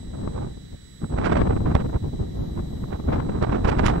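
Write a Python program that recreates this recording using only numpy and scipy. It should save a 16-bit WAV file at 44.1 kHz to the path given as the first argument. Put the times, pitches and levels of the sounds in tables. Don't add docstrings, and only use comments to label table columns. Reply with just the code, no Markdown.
import sys
import numpy as np
from scipy.fft import rfft, irfft, next_fast_len
from scipy.io import wavfile
from scipy.ndimage import uniform_filter1d, map_coordinates

SR = 44100
rng = np.random.default_rng(int(sys.argv[2]) if len(sys.argv) > 2 else 0)


def wav_record(signal):
    frames = np.transpose(np.atleast_2d(signal))
    bounded = np.clip(frames, -1, 1)
    quanta = np.round(bounded * 32767).astype(np.int16)
    wavfile.write(sys.argv[1], SR, quanta)


N = 176400

# time_s, rumble_db, flutter_db, flutter_pan_db
WIND_FLOW = [(0.0, -36.5, -60, 24), (0.25, -32, -55, 8), (0.45, -28.5, -41, 2), (0.55, -39, -67, 3),
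             (0.8, -47.5, -75, 14), (1.0, -44.5, -72, -10), (1.09, -38, -72, -10),
             (1.22, -24.5, -26.5, -20), (1.38, -24.5, -36, -24), (1.6, -28.5, -44, 24),
             (1.8, -25.5, -60, -18), (2.0, -35, -61, 19), (2.35, -32.5, -56, -7), (2.7, -31.5, -50.5, 22),
             (3.02, -31.5, -52.5, -11), (3.14, -23, -27, 22), (3.26, -29, -44, -9), (3.5, -27.5, -31, -2.5),
             (3.61, -27, -40.5, -3), (3.7, -27.5, -30, -11), (3.83, -19.5, -24, -17), (4.0, -26, -31, 1.5)]
# centre_s, half_length_s, rumble_db, flutter_db, flutter_pan_db
WIND_PUFFS = [(0.144, 0.0073, -31.5, -40, -21), (0.241, 0.05, -33, -43.5, 5),
              (0.38, 0.037, -41, -39.5, -16), (0.425, 0.012, -31, -35, -17), (0.576, 0.0056, -32, -56, 19),
              (0.739, 0.011, -33.5, -60, 8), (1.042, 0.016, -26, -39, -13),
              (1.137, 0.022, -25, -35.5, -5.5), (1.19, 0.015, -27, -27, -23), (1.264, 0.024, -33, -22, -16),
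              (1.329, 0.021, -23.5, -22, -19), (1.372, 0.012, -36, -25.5, -12),
              (1.417, 0.017, -16, -23.5, 19), (1.468, 0.01, -24, -31.5, 8), (1.505, 0.006, -16, -34.5, 10),
              (1.515, 0.015, -19.5, -28, -25), (1.566, 0.0083, -19, -30, -14), (1.612, 0.012, -21, -41, 14),
              (1.672, 0.016, -22, -32, -19), (1.715, 0.013, -29, -28, -8),
              (1.762, 0.018, -29.5, -28.5, -14), (1.807, 0.011, -41, -24, -14),
              (1.852, 0.0091, -20, -32.5, 5), (1.897, 0.0045, -22, -36.5, 24),
              (1.95, 0.015, -21.5, -30.5, -11), (2.06, 0.022, -23.5, -40.5, 4),
              (2.141, 0.0083, -22, -43, -19), (2.215, 0.029, -24.5, -43, 7), (2.425, 0.044, -27, -45.5, 17),
              (2.589, 0.014, -24, -37, 5), (2.737, 0.0063, -23.5, -64, 12), (2.84, 0.0044, -27, -35, -24),
              (2.937, 0.02, -34, -29.5, -26), (2.999, 0.0056, -32, -38, 13),
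              (3.088, 0.008, -20.5, -30.5, -10), (3.142, 0.016, -28, -23.5, -13),
              (3.204, 0.0037, -39, -27, 22), (3.297, 0.017, -23, -31.5, -8), (3.356, 0.014, -25, -32, -22),
              (3.436, 0.011, -23.5, -18, -19), (3.522, 0.0056, -18, -23, -12),
              (3.545, 0.023, -24, -25.5, -25), (3.655, 0.011, -21.5, -21.5, -12),
              (3.683, 0.015, -20.5, -20, -33), (3.721, 0.0061, -22, -25, -21),
              (3.794, 0.0063, -29, -20.5, -19), (3.862, 0.011, -24, -22, -26),
              (3.888, 0.017, -41, -21.5, -28)]
# centre_s, half_length_s, level_db
TEAR_BURSTS = [(1.261, 0.0085, -35.5), (1.328, 0.004, -38.5), (1.753, 0.0016, -25.5), (3.141, .006, -48),
               (3.429, 0.005, -37), (3.649, 0.0036, -33.5), (3.681, 0.0044, -32), (3.698, 0.0037, -29.5),
               (3.79, .005, -35.5), (3.865, 0.0058, -21), (3.877, 0.023, -33)]
# centre_s, level_db, half_length_s, pan_db
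EDDY_HITS = [(0.2767, -16, 0.00049, 20), (0.379, -19.5, 0.0005, -16), (1.044, -21.5, 0.00058, -14),
             (1.3222, -7.5, 0.0005, -17), (1.475, -14.5, 0.00026, -17), (1.566, -18, 0.0012, -10),
             (1.662, -15, 0.0029, 7), (1.7534, -2, 0.0014, -17), (1.808, -29, .0005, -19),
             (2.577, -20, 0.00095, -22), (3.001, -24.5, .0006, 17), (3.4265, -7, 0.0013, -34),
             (3.496, -13.5, 0.0018, 8), (3.653, -6.5, 0.0018, -33), (3.86, -7.5, .002, -12)]
# frequency_hz, relative_level_db
RUMBLE_COLOUR = [(15, -9), (30, -11.5), (55, 0), (100, -4.5), (170, -5.5), (280, -13.5), (450, -32),
                 (900, -66), (3500, -120)]
BODY_COLOUR = [(60, -66), (140, -5.5), (230, -2), (350, -1.5), (550, -8), (900, -17.5), (1600, -63),
               (4000, -58), (12000, -120)]
FLUTTER_COLOUR = [(150, -16), (400, 0), (700, 3), (1200, -4), (1700, -15.5), (2500, -24.5), (4000, -35.5),
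                  (8000, -61), (15000, -100)]
RASP_COLOUR = [(600, -18), (1400, 5.5), (2500, -5.5), (4000, -17), (6500, -27), (10000, -48), (15000, -63)]
TEAR_COLOUR = [(700, -26), (1600, 6.5), (3000, 1), (4500, -5), (7000, -13), (10000, -20), (15000, -43)]
HISS_COLOUR = [(100, -9), (600, -16.5), (1100, -1.5), (1500, -1), (1950, 6), (2250, -1.5), (2650, -6.5),
               (3000, 0.5), (3500, 3.5), (4600, -1.5), (6600, -3), (8500, -11.5), (10000, -12.5),
               (12000, -17), (15000, -21)]
# pitch_multiple, level_db, waver_db
WHINE_TONES = [(1, -55.5, 0.27), (4, -82, 3)]
# time_s, level_db
WHINE_SECOND_TONE = [(0, -56.5), (.3, -58), (.4, -61.5), (.65, -62), (.85, -55.5), (1.15, -56.5),
                     (1.3, -60), (1.55, -54.5), (1.7, -61.5), (2.35, -64), (2.43, -80), (2.53, -62),
                     (2.85, -63), (3.07, -68), (3.2, -62.5), (4, -64)]
WHINE_THIRD_TONE = [(0, -78), (.4, -79), (1, -70.5), (1.3, -85), (1.55, -69), (2.2, -71), (2.45, -67),
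                    (3, -67), (3.7, -78), (4, -66)]

RUMBLE_GAIN_DB, BODY_GAIN_DB, FLUTTER_GAIN_DB, RASP_GAIN_DB = -2.5, -5.5, 0.5, -12.5
BODY_SHARE, BODY_LIFT_DB = 0.29, 9.5
RASP_PIVOT_DB, RASP_GROWTH = -27, 1.92
SPUTTER_HZ, SPUTTER_DB = 28.05, 1
PORT_SWING_HZ, PORT_SWING_DB = 39.98, 1.3
SNAP_S, SNAP_DB, FIZZ_S, FIZZ_DB = 0.00022, -8, 0.0038, -11.5
RING_HZ, RING_DECAY_S, RING_DB = 1010, 0.0015, -9
WHINE_HZ, HISS_DB = 3924.3, -55
TEAR_PAN_DB, WHINE_PAN_DB, HISS_PAN_DB = -26.5, -28, -7
LEAK_DELAY_S, LEAK_CUTOFF_HZ, LEAK_BASS_GAIN, LEAK_TREBLE_GAIN = 0.0005236, 330, 0.92, 0.067
TREBLE_LIMIT_HZ = 15800


def wind():
    rumble_db, flutter_db = flow_levels()
    sputter_db = SPUTTER_DB * wobble(SPUTTER_HZ, channels=1)
    rumble_db = rumble_db + sputter_db
    flutter_db = flutter_db + sputter_db + PORT_SWING_DB * wobble(PORT_SWING_HZ)
    body_db = rumble_db + BODY_SHARE * (flutter_db + BODY_LIFT_DB - rumble_db)
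    rasp_db = RASP_PIVOT_DB + RASP_GROWTH * (flutter_db - RASP_PIVOT_DB)
    eddies = unit(wobble(75, channels=1) + 0.62 * wobble(110) + 0.93 * wobble(320))
    low_noise = lumpy(noise(RUMBLE_COLOUR), wobble(50, channels=1), depth_db=2.64, span_s=0.06)
    rumble = amp(rumble_db + RUMBLE_GAIN_DB) * low_noise
    body = amp(body_db + BODY_GAIN_DB) * lumpy(noise(BODY_COLOUR), eddies, depth_db=3.5)
    flutter = amp(flutter_db + FLUTTER_GAIN_DB) * lumpy(noise(FLUTTER_COLOUR), eddies, depth_db=4.5)
    rasp = amp(rasp_db + RASP_GAIN_DB) * lumpy(noise(RASP_COLOUR), eddies, depth_db=4.5)
    return rumble + body + flutter + rasp


def flow_levels():
    t = np.arange(N) / SR
    times_s, *columns = np.transpose(WIND_FLOW)
    rumble_db, flutter_db, pan_db = [np.interp(t, times_s, column) for column in columns]
    rumble_power = amp(rumble_db) ** 2
    flutter_power = (amp(flutter_db) * pan(pan_db)) ** 2
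    for centre_s, half_s, rumble_db, flutter_db, pan_db in WIND_PUFFS:
        near = slice(*np.searchsorted(t, [centre_s - 4 * half_s, centre_s + 4 * half_s]))
        swell = np.exp(-((t[near] - centre_s) / half_s) ** 2)
        rumble_power[near] += amp(rumble_db) ** 2 * swell
        flutter_power[:, near] += (amp(flutter_db) * pan(pan_db)) ** 2 * swell
    return 10 * np.log10(rumble_power), 10 * np.log10(flutter_power)


def tearing_air():
    t = np.arange(N) / SR
    power = sum(amp(level_db) ** 2 * np.exp(-((t - centre_s) / half_s) ** 2)
                for centre_s, half_s, level_db in TEAR_BURSTS)
    rough = lumpy(noise(TEAR_COLOUR, channels=1), wobble(700, channels=1), depth_db=3.5, span_s=0.011)
    return np.sqrt(power) * pan(TEAR_PAN_DB) * rough


def eddy_bumps():
    bumps = np.zeros((2, N))
    fizz_noise = noise(FLUTTER_COLOUR, channels=1)
    for centre_s, level_db, half_s, pan_db in EDDY_HITS:
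        t = np.arange(N) / SR - centre_s
        after_s = np.maximum(t, 0)
        passage = t / half_s + 0.5
        push_pull = -0.45 * passage * np.exp(1 - np.abs(passage))
        snap = -amp(SNAP_DB) / (1 + (t / SNAP_S) ** 2)
        ring_shape = np.exp(-after_s / RING_DECAY_S) * np.tanh(after_s / SNAP_S)
        ring = amp(RING_DB) * np.sin(2 * np.pi * RING_HZ * after_s) * ring_shape
        fizz = amp(FIZZ_DB) * fizz_noise * np.exp(-np.abs(t) / FIZZ_S)
        bumps += amp(level_db) * pan(pan_db) * (push_pull + snap + ring + fizz)
    return bumps


def electronics():
    phase = 2 * np.pi * WHINE_HZ * np.arange(N) / SR
    whine = sum(wavering(level_db, waver_db, rate_hz=7.11) * np.sin(multiple * phase)
                for multiple, level_db, waver_db in WHINE_TONES)
    whine += wavering(curve(WHINE_SECOND_TONE), waver_db=2.2, rate_hz=11) * np.sin(2 * phase)
    whine += wavering(curve(WHINE_THIRD_TONE), waver_db=1, rate_hz=9) * np.sin(3 * phase)
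    hiss = amp(HISS_DB) * noise(HISS_COLOUR)
    return np.sqrt(2) * whine * pan(WHINE_PAN_DB) + hiss * pan(HISS_PAN_DB)


def amp(db):
    return 10 ** (np.asarray(db) / 20)


def unit(x):
    return x / np.sqrt(np.mean(x ** 2) + 1e-20)


def pan(pan_db):
    left = np.atleast_1d(amp(pan_db))
    return np.array([left, np.ones_like(left)]) / np.sqrt(1 + left * left)


def curve(rows):
    return np.interp(np.arange(N) / SR, *np.transpose(rows))


def wobble(rate_hz, channels=2):
    position = np.arange(N) * rate_hz / SR
    points = rng.standard_normal((channels, 4096))
    return np.array([map_coordinates(row, [position], mode="wrap") for row in points])


def wavering(level_db, waver_db, rate_hz):
    return amp(level_db + waver_db * wobble(rate_hz, channels=1))


def filtered(x, response):
    size = next_fast_len(N + SR // 4)
    return irfft(rfft(x, size) * response(np.fft.rfftfreq(size, 1 / SR)), size)[..., :N]


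def noise(colour, channels=2):
    points_hz, levels_db = np.transpose(colour)
    white = rng.standard_normal((channels, N))
    return unit(filtered(white, lambda hz: amp(np.interp(np.log(hz + 1), np.log(points_hz), levels_db))))


def lumpy(x, eddies, depth_db, span_s=0.027):
    lumps = x * amp(depth_db * eddies)
    local_power = uniform_filter1d(np.mean(lumps ** 2, axis=0), max(int(span_s * SR), 8))
    return lumps / np.sqrt(np.abs(local_power) + 1e-9)


def scene():
    return wind() + tearing_air() + eddy_bumps() + electronics()


def record(dry):
    def leak(hz):
        dulling = LEAK_TREBLE_GAIN + (LEAK_BASS_GAIN - LEAK_TREBLE_GAIN) / (1 + 1j * hz / LEAK_CUTOFF_HZ)
        return dulling * np.exp(-2j * np.pi * hz * LEAK_DELAY_S)

    from_other_port = filtered(dry[::-1], leak)
    return filtered(dry + from_other_port, lambda hz: hz < TREBLE_LIMIT_HZ)


dry = scene()
out = record(dry)
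wav_record(out)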